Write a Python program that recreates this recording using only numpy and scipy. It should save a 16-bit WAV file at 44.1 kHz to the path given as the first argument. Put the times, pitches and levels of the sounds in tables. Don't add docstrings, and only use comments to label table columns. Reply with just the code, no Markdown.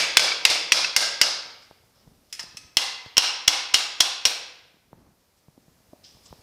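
import sys
import numpy as np
from scipy import signal
from scipy.fft import rfft, irfft
from scipy.io import wavfile
from scipy.ndimage import uniform_filter1d

SR = 44100
rng = np.random.default_rng(int(sys.argv[2]) if len(sys.argv) > 2 else 0)


def unload_audio(sound):
    columns = np.transpose(np.atleast_2d(sound))
    steps = np.round(np.clip(columns, -1, 1) * 32767)
    wavfile.write(sys.argv[1], SR, steps.astype(np.int16))


def decibels_to_gain(level_db):
    exponent = np.asarray(level_db, float) / 20
    return 10 ** exponent


N = 283424
LEAD = 4410

# t/s, peak level/dB, mids level/dB, level sent to the room/dB, bending level/dB
FIRST_BLOWS = [
    (0.17, 2, -9, -1, -3),
    (0.1941, -4, -8.5, 3.5, -8),
    (0.4512, -0.5, -4, 2, -8),
    (0.4996, -18, -14, 13, 9.5),
]
FIRST_BLOWS_END = [
    (0.7202, -1.5, -3, 3.5, -0.5),
    (0.8444, -24.5, -6.5, -5, 0),
    (0.9637, -1, -6.5, 2, -2.5),
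    (1.2142, -3.5, -4.5, 2.5, -2.5),
]
TOUCHES = [
    (2.301, -56.5, -1.5, -1, -0.5),
    (2.3264, -22, 0, -2, -2),
    (2.333, -32, -5.5, 11.5, -5.5),
    (2.35, -36, 1, 2, -4.5),
    (2.3933, -23, -3, 1.5, 3.5),
    (2.399, -25, -12.5, 4.5, -0.5),
    (2.406, -30.5, -6.5, 3, 1.3),
    (2.4279, -32.5, -11.5, -3.5, -1),
    (2.434, -36, -14, -4, 3),
    (2.5698, -26.5, -6.5, 3.5, 5),
]
OPENING_BLOW = [
    (2.7699, 0.5, -12.5, -1, 0),
]
DOUBLE_BLOW = [
    (3.169, -7.5, -8.5, 0, -10.5),
    (3.1799, 3.5, -11, 0.6, 0),
]
SECOND_BLOWS_END = [
    (3.4794, 4, -8, 0.5, 5),
    (3.7421, -0.5, -12, 3.5, 2),
    (4.0056, 1, -8, 1.6, 2.5),
    (4.253, -1, -12.5, 0.9, -0.5),
]
EARLIER_BLOW = (2, -5, 2.5, 2.4)

# lows, mids, highs level/dB
USUAL_COLOUR_DB = (-24.5, -9, -18.5)
# f/Hz, level/dB per Hz
FIRST_CRACK = [(24, -71), (40, -37), (176, -19.5), (226, -24), (297, -11), (412, -12.5), (467, -8),
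               (1850, -8.5), (2260, -3), (3740, -3.5), (5050, 2), (16000, -42.5)]
NEXT_CRACK = [(24, -74), (40, -49.5), (54, -57.5), (171, -20.5), (412, -11.5), (585, -4.5), (1150, -8),
              (1300, -3.5), (2150, -16), (3140, -7), (5050, 6), (16000, -53)]
TOUCH_CRACK = [(180, -44), (300, -3.5), (537, -19.5), (1010, -18.5), (1460, -5), (1900, -4), (3700, -4.5),
               (5250, 4.5), (6410, -9.5), (16000, -58)]
SECOND_CRACK = [(59, -61), (100, -30), (224, -29.5), (295, -24.5), (513, -13.5), (621, -17.5), (818, -6.5),
                (1800, -8), (2800, -0.5), (3700, -3.5), (5420, -3.5), (6020, -7.5), (16000, -44)]
LAST_CRACK = [(24, -57), (40, -28.5), (220, -28), (297, -19), (630, -11), (810, -6), (896, -7.5),
              (1520, -4.5), (1760, -8.5), (2770, -1), (5310, -1), (16000, -43.5)]
# f/Hz, level/dB per Hz
CONTACT_COLOUR = [(180, -51), (300, -19), (565, -8.5), (1780, -10.5), (2030, -2), (2520, -19), (2840, -1),
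                  (3350, -10.5), (3760, -10.5), (5520, -5.5), (6620, -7), (10600, -19), (14500, -33),
                  (16000, -28)]
# f/Hz,
# level/dB, T60/s
FIRST_BENDING = [(93, -34.5, 0.018), (175, -53.5, 0.75), (312, -48, 0.34)]
SECOND_BENDING = [(75.2, -35, 0.025), (307.7, -53.5, 0.32), (525, -52, 0.28), (830, -46.5, .4),
                  (1015, -45, .4)]
TOUCH_BENDING = [(1270, -40, 0.3045)]

SPOT_FROM_S = [-1, .1, .4, .7, .9, 1.2, 2.2, 2.38, 2.55, 2.7, 3.1, 3.4, 3.7, 3.95, 4.2]
SPOT_BRIGHT_DB = [0.8, -3, -2.5, 1.5, 4.5, 0.55, 4.5, -6.5, 0, -2.5, -0.4, 0.1, 1.4, 2.1, 2.5]
# f/Hz, width/Hz, level/dB
FIRST_SPOTS = [
    [(1650, 53, -9), (2305, 390, -4.5), (3510, 160, -5.5), (4020, 42, -0.5), (4700, 56, 2.5),
     (5020, 110, -0.5), (6200, 78, -6), (6600, 67, -4.5)],
    [(1540, 68, -6), (2290, 49, -3.5), (3400, 95, 0), (4000, 56, -4.5), (4400, 150, -4), (4700, 74, -8),
     (5070, 54, -1), (5100, 36, -3), (5510, 20, -12), (6400, 41, -14)],
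    [(2120, 56, -4.5), (2800, 61, -3), (3540, 65, -2), (3900, 80, -4), (4400, 49, -4), (4830, 41, 1),
     (5222, 60, 2), (5610, 22, -6.5), (6240, 35, -10.5), (6680, 140, -12.5)],
    [(1010, 22, -6), (2160, 51, -2.5), (2420, 51, -5), (3340, 91, -5.5), (4018, 120, -7), (4710, 27, -4),
     (5400, 44, -1), (5404, 30, -5), (5520, 32, -3), (5500, 26, -4.5)],
    [(566, 220, -13), (1590, 33, 3.5), (2000, 22, -4), (2107, 49, -3), (2820, 100, -4), (3480, 87, -5.5),
     (3780, 59, -11), (4600, 26, -4), (5370, 66, -1), (6840, 120, -9)],
    [(577, 36, -13), (866, 20, -11), (1580, 68, -9), (2180, 73, -6), (2880, 230, -13), (3870, 51, -8.5),
     (5100, 66.2, 2), (6250, 220, -12.5), (6470, 14, -16.5), (6660, 23, -15.5)],
]
TOUCH_SPOTS = [
    [(2070, 48, -10.5), (2600, 39, 0), (3310, 62, -5.5), (4870, 27, -5), (5100, 30, 4), (5290, 15, -1),
     (5590, 31, -5), (6120, 32, -5.5), (6520, 49, -12), (7320, 120, -13.5)],
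    [(969, 120, -3.5), (1270, 36, -16), (1850, 130, -6.5), (3330, 49, -5.5), (4130, 75, -2), (4750, 41, 1),
     (5100, 26, 5), (5250, 51, -3.5), (5600, 150, -1.5), (6750, 54, -5.5)],
    [(1250, 25, -3), (2060, 37, -1), (2570, 33, 6.5), (3390, 34, 0), (4130, 54, -4), (4400, 110, -5),
     (5300, 120, 0), (5530, 57, 3.5), (6103, 40, 6), (7950, 170, -10)],
]
SECOND_SPOTS = [
    [(793, 26, -6.5), (1045, 63, -6), (1693, 46, -13), (2050, 51, 3.5), (2790, 48, -1), (3360, 70, 0.5),
     (3707, 21, -14.5), (4127, 342, -4), (4470, 66, -4.5), (4840, 21.1, -6), (5180, 110, -4.5),
     (5530, 33, -3), (6210, 26, -15.5), (6480, 37.3, -12.5)],
    [(787, 26, -8), (1030, 56, -5), (1288, 26, -7), (1510, 90, -4.5), (1880, 26.9, -9.5), (2126, 63, -9.5),
     (2840, 88, 1.5), (3230, 58, -3.5), (4040, 68, -9.5), (4080, 130, -1.5), (4727, 150, -8.5),
     (5300, 120, 3), (5700, 67, -0.5), (6270, 43, -10)],
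    [(820, 44, -7.5), (1000, 60, -5), (1290, 24.7, -8.5), (2140, 79, -3), (2963, 77, -6.5), (3430, 35, -2),
     (4170, 91, -6.5), (4570, 27, -8), (4800, 59, -8), (5065, 29, -7), (5165, 60, -5.5), (5530, 96, -2),
     (6045, 32, -1.5)],
]
LAST_SPOTS = [
    [(1263, 36, -2.5), (1630, 142, -8.5), (2075, 34, -1), (2155, 190, -7), (2790, 57, 3), (3220, 45, -2),
     (3940, 200, -2), (4890, 46, -3.5), (5230, 43, -1.5), (5600, 24, -4.5), (6180, 55, -25),
     (6760, 130, -11.5), (7025, 37, -10)],
    [(753, 62, -7.5), (1022, 47, -3), (1406, 63, -16.5), (2870, 71, -9), (3467, 100, 0.5), (4100, 68, 0),
     (4400, 31, -6.5), (4730, 63, -3.5), (5540, 75, 0), (6520, 210, -17.5), (6880, 132, -15.5)],
    [(500, 57, -7.5), (732, 150, -10), (1040, 46.2, -5), (1274, 26, -19), (1552, 71, -3.5),
     (2500, 370, -0.5), (2910, 41, -1), (3300, 110, -3.5), (3730, 100, -1.5), (4135, 290, -1),
     (5015, 20, -2.5), (5380, 180, -2.5), (5700, 27, 0), (6250, 28, -9)],
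]
# f/Hz, width/Hz, level/dB
HIGH_MODES = [(7600, 300, -19), (8500, 510, -19), (9474, 710, -21), (10360, 400, -26.5)]
# f/Hz, width/Hz, level/dB
FIRST_RINGS = [
    [],
    [(1540, 59, -8), (2320, 240, -4.5), (2600, 110, -6.5), (3360, 88, -4.5), (5360, 51, -1.5)],
    [(2633, 130, -3), (3860, 150, -4.5), (4660, 38, 1), (5200, 91, -2.5), (6300, 83, -14.5)],
    [(1950, 200, -7), (2640, 250, -3), (3360, 92, -0.5), (4692, 120, 1), (5700, 140, 4)],
    [(2128, 84, -3), (2790, 150, -6), (4700, 130, 1.5), (5200, 220, -2), (5400, 130, 0), (6250, 200, -6)],
    [(2039, 61, -6.5), (2800, 74, -5), (4720, 110, -0.5), (5100, 250, -2), (5560, 160, 0)],
    [(3370, 96, 0), (5120, 150, 11.5), (5840, 140, 3), (7030, 140, -1)],
    [(1826, 79, -2), (2850, 95, -8), (3340, 110, -12), (5240, 270, 3)],
    [(2580, 110, -1), (3350, 100, -12), (4150, 150, -8), (5280, 150, 6)],
]
SECOND_RINGS = [
    [(2190, 430, -9.5), (2830, 170, 2.5), (3200, 190, 5.5), (4250, 140, -2.5), (5330, 400, 1.5)],
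    [(2830, 190, 3), (3140, 250, -1), (4287, 250, -15), (5240, 120, -0.5), (5527, 250, 3.5)],
    [(2250, 56, -12), (2830, 97, -2.5), (3310, 130, 2.5), (5552, 370, 1), (6050, 190, -9.5)],
    [(2900, 150, 4.5), (3170, 140, -2), (4300, 170, -5), (5700, 120, -5.5), (5270, 130, 0)],
    [(3300, 200, 0), (5100, 180, -1.5), (5680, 200, 0.5), (6273, 110, -8), (6960, 110, -13.5)],
    [(2350, 200, -10), (2878, 155, 3.5), (3320, 178, -1.5), (4900, 200, -4), (5530, 170, 7)],
]

# t/s, peak level/dB, f/Hz, T60/s
CLINKS = [
    (0.2797, -14.5, 2302, 0.04),
    (0.318, -14, 2290, 0.053),
    (0.8454, -9, 2600, 0.033),
    (1.2348, -8, 2790, 0.035),
]
CLINK_PARTIALS = [(0.59, .3), (.82, 0.19), (1.65, 0.2), (2.1, 0.39), (2.03, 0.29)]

# f/Hz, T60/s
ROOM_T60 = [(100, 0.63), (300, 0.95), (800, 0.75), (2000, 0.83), (5000, 0.6), (8000, 0.43), (13000, 0.28)]
# f/Hz, level/dB
ROOM_COLOUR = [(60, -15.5), (200, -5.5), (600, 6.5), (2000, -1), (6000, 1.5), (15000, 6.5)]

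# t/s, peak level/dB, thud f/Hz, relative snap level/dB
KNOCKS = [(1.71, -50.5, 933, 9.5), (1.836, -56, 121, -3), (2.074, -46, 132, -10), (2.437, -50.5, 171, 5),
          (2.545, -47, 153, -10), (2.634, -58, 150, -6), (2.645, -51, 80.7, -15), (3.06, -44, 108.2, 1),
          (4.741, -58, 195, -6), (4.767, -59, 279, -1), (4.929, -43, 141, 2.5), (5.482, -45, 148, -11),
          (5.576, -43.5, 253, -13), (5.68, -52, 155, -7.5), (5.802, -58, 141, -9.5), (5.886, -57, 90, -17),
          (5.93, -40, 270, -15), (5.932, -38, 594, -33), (5.96, -53, 700, -15.5), (6.147, -51, 117, -8.5),
          (6.169, -53, 143, -3), (6.259, -55, 1150, -18), (6.285, -59, 1100, -14.5),
          (6.305, -56.5, 1150, -17.5), (6.306, -44, 70, -16), (6.326, -44.5, 139, 6.5),
          (6.389, -53.5, 81, -15)]
# t/s, hold/s, rumble level/dB, relative rustle level/dB
SHIFTS = [
    (1.98, 0.039, -69.5, 0),
    (2.085, 0.053, -59.5, -22),
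    (2.45, 0.24, -66.5, -4),
    (4.95, 0.13, -59.5, -8),
    (5.62, 0.2, -67.5, -9.5),
    (5.95, 0.19, -82, 3),
    (6.2, 0.13, -70.5, -9),
]
# t/s, hold/s, level/dB, relative squeal level of fine grit/dB
SCUFFS = [(1.62, 0.036, -60.5, -10), (1.95, 0.082, -67, -17), (2.248, 0.0032, -69.5, -10),
          (2.3, .02, -66.5, -14), (5.2, 0.0052, -76.5, -3), (5.37, .02, -73.5, -0.5), (5.6, 0.31, -82, 2),
          (6.042, 0.02, -50, -21), (6.235, 0.019, -62, -3.5), (6.258, 0.0072, -54.5, 0.5),
          (6.41, .02, -65, -4.5)]
# f/Hz, level/dB per Hz
SCUFF_COLOUR = [(1200, -31), (2200, -17.5), (3000, -8), (3500, -7), (3950, -7.5), (4400, -7.5), (5100, 0),
                (5900, -7.5), (7000, -24.5), (11000, -44.5)]

# f/Hz, level/dB
HISS_COLOUR = [(15, -35), (25, -10.5), (87, 0), (208, -3.5), (349, -7.5), (538, -7.5), (1550, -15.5),
               (3320, -18), (5130, -15.5), (7510, -20.5), (12200, -20.5), (15200, -23), (16500, -36)]
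# t/s, hiss level/dB
HISS_RISE = [(0, 3.5), (4.9, -2), (5.4, -1), (5.8, 1.5), (6.43, 6.5)]
# f/Hz, rms level/dB
WHINE = [(12021, -85)]


def at_hz(points, hz):
    f, value = np.array(points).T
    return np.interp(np.log(np.maximum(hz, 1)), np.log(f), value)


def rms_one(x):
    return x / np.sqrt(np.mean(x ** 2) + 1e-20)


def filtered(x, kind, order, hz):
    return signal.sosfilt(signal.butter(order, hz, kind, fs=SR, output="sos"), x)


def coloured(x, spectrum):
    gain = decibels_to_gain(at_hz(spectrum, np.fft.rfftfreq(len(x), 1 / SR)))
    return rms_one(irfft(rfft(x) * gain, len(x)))


def causal(level_db):
    cepstrum = irfft(np.log(decibels_to_gain(level_db)))
    half = len(cepstrum) // 2
    cepstrum[1:half] *= 2
    cepstrum[half + 1:] = 0
    return np.exp(rfft(cepstrum))


def add(track, sound, s):
    i = round(s * SR) + LEAD
    track[i:i + len(sound)] += sound[:len(track) - i]


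def swells(rows, attack_s, release_s, second=0):
    since = np.arange(N) / SR - np.array(rows)[:, :1]
    hold, db, relative_db = np.array(rows).T[1:, :, None]
    fall = np.maximum(-since, 0) / attack_s + np.maximum(since - hold, 0) / release_s
    level = decibels_to_gain(db + second * relative_db) * np.exp(-fall)
    return np.sqrt(np.sum(level ** 2, axis=0))


def background():
    t = np.arange(N) / SR
    whine = sum(np.sqrt(2) * decibels_to_gain(db) * np.sin(2 * np.pi * hz * t) for hz, db in WHINE)
    hiss_db = -65 + np.interp(t, *np.transpose(HISS_RISE))
    return decibels_to_gain(hiss_db) * coloured(rng.standard_normal(N), HISS_COLOUR) + whine


def workshop(sent_paths):
    far_end_db, far_end_longer = -38, 2.2
    t, echo = np.arange(SR) / SR, 0
    edges = 40 * 2 ** np.arange(0, 9.1, .5)
    white = rng.standard_normal((2, SR))
    for k, (low, high) in enumerate(zip(edges, edges[1:])):
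        band = filtered([white[k % 2], white[k % 2, ::-1]], "band", 2, [low, high])
        hz = np.sqrt(low * high)
        fall_db = -60 * t / at_hz(ROOM_T60, hz)
        decay = decibels_to_gain(fall_db) + decibels_to_gain(far_end_db + fall_db / far_end_longer)
        echo = echo + band * decibels_to_gain(at_hz(ROOM_COLOUR, hz)) * decay
    echo = echo * np.clip((t - .004) / 0.0014, 0, 1)
    power = np.abs(rfft(echo)) ** 2
    peaks_db = 10 * np.log10(uniform_filter1d(power, size=35) / uniform_filter1d(power, size=250))
    echo = irfft(rfft(echo) * [causal(-path_db) for path_db in peaks_db])
    heard = 0
    for sent, path in zip(sent_paths, echo):
        heard = heard + signal.fftconvolve(sent, path / np.sqrt(np.sum(path ** 2)))[:len(sent)]
    return heard


def weight_shifts():
    lumps = decibels_to_gain(2.5 * rms_one(uniform_filter1d(rng.standard_normal((2, N)), size=900)))
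    white = rng.standard_normal((2, N)) * lumps
    rumble = rms_one(filtered(white[0], "band", 2, [30, 250]))
    rustle = rms_one(filtered(white[1], "band", 2, [250, 1200]))
    weight, cloth = (swells(SHIFTS, 0.062, 0.066, second=k) for k in range(2))
    return rumble * weight + rustle * cloth


def scuffs():
    attack_s, release_s, linger_s = 0.0034, 0.011, 0.11
    grit = rng.standard_normal(N) * decibels_to_gain(3.2 * np.minimum(rng.exponential(1, N), 5))
    fine = rms_one(filtered(grit[::-1], "band", 3, [5500, 8400]))
    pressed, squeal = (swells(SCUFFS, attack_s, release_s, second=k) for k in range(2))
    sliding = decibels_to_gain(-3) * swells(SCUFFS, attack_s, linger_s)
    drag = coloured(grit, SCUFF_COLOUR) * np.maximum(pressed, sliding)
    return drag + fine * np.maximum(squeal, decibels_to_gain(-12.0) * sliding)


def knocks():
    track, t = np.zeros(N + LEAD), np.arange(3000) / SR
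    snap = -np.sin(2 * np.pi * 600 * t) * (t / 0.00044) * np.exp(1 - t / 0.00041)
    snap -= np.sin(2 * np.pi * 890 * t) * decibels_to_gain(-3.5 - 60 * t / 0.011)
    snap[8:11] += [-.35, .5, -.25]
    for s, peak_db, hz, snap_db in KNOCKS:
        t60 = np.clip(5.8 / hz, .017, 0.053)
        thud = np.sin(2 * np.pi * hz * t) * decibels_to_gain(-60 * t / t60) * np.minimum(t / 0.001, 1)
        add(track, decibels_to_gain(peak_db + 5.5) * (thud + decibels_to_gain(snap_db) * snap), s + 0.0014)
    return track


def clinks(direct, sent):
    t = np.arange(6000) / SR
    for s, peak_db, hz, t60 in CLINKS:
        partials = [(1, 0.99)] + CLINK_PARTIALS
        ring = sum(share * np.sin(2 * np.pi * hz * ratio * t) for ratio, share in partials)
        clink = decibels_to_gain(peak_db - 2.5 - 60 * t / t60) * ring * np.minimum(t / 0.0006, 1)
        add(direct, clink, s)
        add(sent, decibels_to_gain(-13.0) * clink, s)


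def contact_force(size, contact_s):
    t = np.arange(size) / SR
    shape = (t / contact_s) ** 2 * np.exp(-t / contact_s)
    shape += 0.57 * np.exp(-t / 0.011) * np.minimum(t / contact_s, 1)
    force = rng.standard_normal(size) * shape
    force[round(contact_s * SR)] += 3.5
    chatter = rfft(force)
    smooth_power = uniform_filter1d(np.abs(chatter) ** 2, size=45)
    return irfft(chatter * causal(-10 * np.log10(smooth_power)))


def struck(force, colour_db, modes, crack, width_share, crack_db):
    grid = np.fft.rfftfreq(len(force), 1 / SR)
    power = decibels_to_gain(2 * (at_hz(crack, grid) + crack_db))
    for hz, width, db in modes:
        power = power + decibels_to_gain(2 * db) / (1 + (2 * (grid - hz) / (width * width_share)) ** 2)
    low, mid, high = np.subtract(colour_db, USUAL_COLOUR_DB)
    tone_db = at_hz([(700, low), (2500, mid), (4800, 0.00041), (10000, high)], grid)
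    return rms_one(irfft(rfft(force) * causal(10 * np.log10(power) + tone_db)))


def blow(colour_db, spot, crack, bending_modes, bending_db, contact_s, edge_ring):
    size = 8192
    t = np.arange(size) / SR
    modes = []
    for hz, width, db in spot + HIGH_MODES:
        damped_width = width + 0.0022 * hz
        modes.append((hz * rng.normal(1, 0.002), damped_width, db + rng.normal(0, 1)))
    near_modes = [(hz, width, db + 2.5) for hz, width, db in modes] + edge_ring
    near = struck(contact_force(size, contact_s), colour_db, near_modes, CONTACT_COLOUR, 1.5, 0.0)
    impulse = 1. * (np.arange(size) == 0)
    far = struck(impulse, colour_db, modes, crack, 1.4, -4.0)
    bending = 0
    for hz, db, t60 in bending_modes:
        bending = bending + decibels_to_gain(db + bending_db - 60 * t / t60) * np.sin(2 * np.pi * hz * t)
    bending = bending * np.cos(np.pi / 2 * t / t[-1])
    return near / np.abs(near).max() + bending, decibels_to_gain(-26.5) * far + bending


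def hammering():
    direct, *sent = np.zeros((3, N + LEAD))
    ticks = [(s - 0.0027, db - 13, mid_db, -0.5, bend_db) for s, db, mid_db, _, bend_db in SECOND_BLOWS_END[:3]]
    first_blows = [(-.075, *EARLIER_BLOW)] + FIRST_BLOWS
    # crack, bending modes, blows, extra level/dB, contact/s, lows level/dB, highs level/dB
    runs = ((FIRST_CRACK, FIRST_BENDING, first_blows, 8, .0013, -26, -16.5),
            (NEXT_CRACK, FIRST_BENDING, FIRST_BLOWS_END, 8.5, .001, -29.5, -19),
            (SECOND_CRACK, SECOND_BENDING, OPENING_BLOW, 5, .0006, -29, -17),
            (SECOND_CRACK, SECOND_BENDING, DOUBLE_BLOW, 5, .0008, -29.5, -20.5),
            (LAST_CRACK, SECOND_BENDING, SECOND_BLOWS_END + ticks, 2.5, .0009, -30, -19.5),
            (TOUCH_CRACK, TOUCH_BENDING, TOUCHES, 1.5, .0011, -30, -12))
    spots = FIRST_SPOTS + TOUCH_SPOTS + SECOND_SPOTS + LAST_SPOTS
    rings = FIRST_RINGS + SECOND_RINGS
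    for crack, bending_modes, rows, over_db, contact_s, low_db, high_db in runs:
        for s, peak_db, mid_db, room_db, bend_db in rows:
            k = np.searchsorted(SPOT_FROM_S, s) - 1
            edge_ring = [(hz, 0.54 * width, db + 8.5) for hz, width, db in rings[k]]
            colour_db = (low_db, mid_db, high_db + SPOT_BRIGHT_DB[k])
            near, far = blow(colour_db, spots[k], crack, bending_modes, bend_db, contact_s, edge_ring)
            add(direct, decibels_to_gain(peak_db + over_db) * near, s - .0005)
            add(sent[k % 2], decibels_to_gain(peak_db + over_db + room_db) * far, s)
    clinks(direct, sent[0])
    return direct, np.array(sent)


def scene():
    direct, sent = hammering()
    knock = knocks()
    to_walls = decibels_to_gain(-4.5) * sent + decibels_to_gain(-17.0) * knock * [[1], [0]]
    near = filtered(direct + knock + workshop(to_walls), "high", 2, 37.7)
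    return np.tile(near[LEAD:] + weight_shifts() + scuffs() + background(), (2, 1))


def band_limit(x):
    return signal.sosfilt(signal.butter(12, 16920, fs=SR, output="sos"), x)


def record(dry):
    over_db = np.maximum(20 * np.log10(np.abs(dry[0]) + 1e-9) + 2.0, 0)
    recovery = 160 * np.arange(N) / SR
    held = np.maximum.accumulate(over_db + recovery) - recovery
    r = np.exp(-1 / (0.0024 * SR))
    ducked = dry * decibels_to_gain(-.9 * signal.lfilter([1 - r], [1, -r], held))
    ducked = signal.sosfilt(signal.cheby2(10, 40, 16200, fs=SR, output="sos"), ducked)
    shaved = ducked - np.clip(ducked, -1, 1)
    ducked = ducked - filtered(shaved, "high", 1, 350)
    clipped = filtered(np.clip(ducked, -1, 1), "low", 4, 17100)
    return band_limit(clipped)


dry = scene()
out = record(dry)
unload_audio(out)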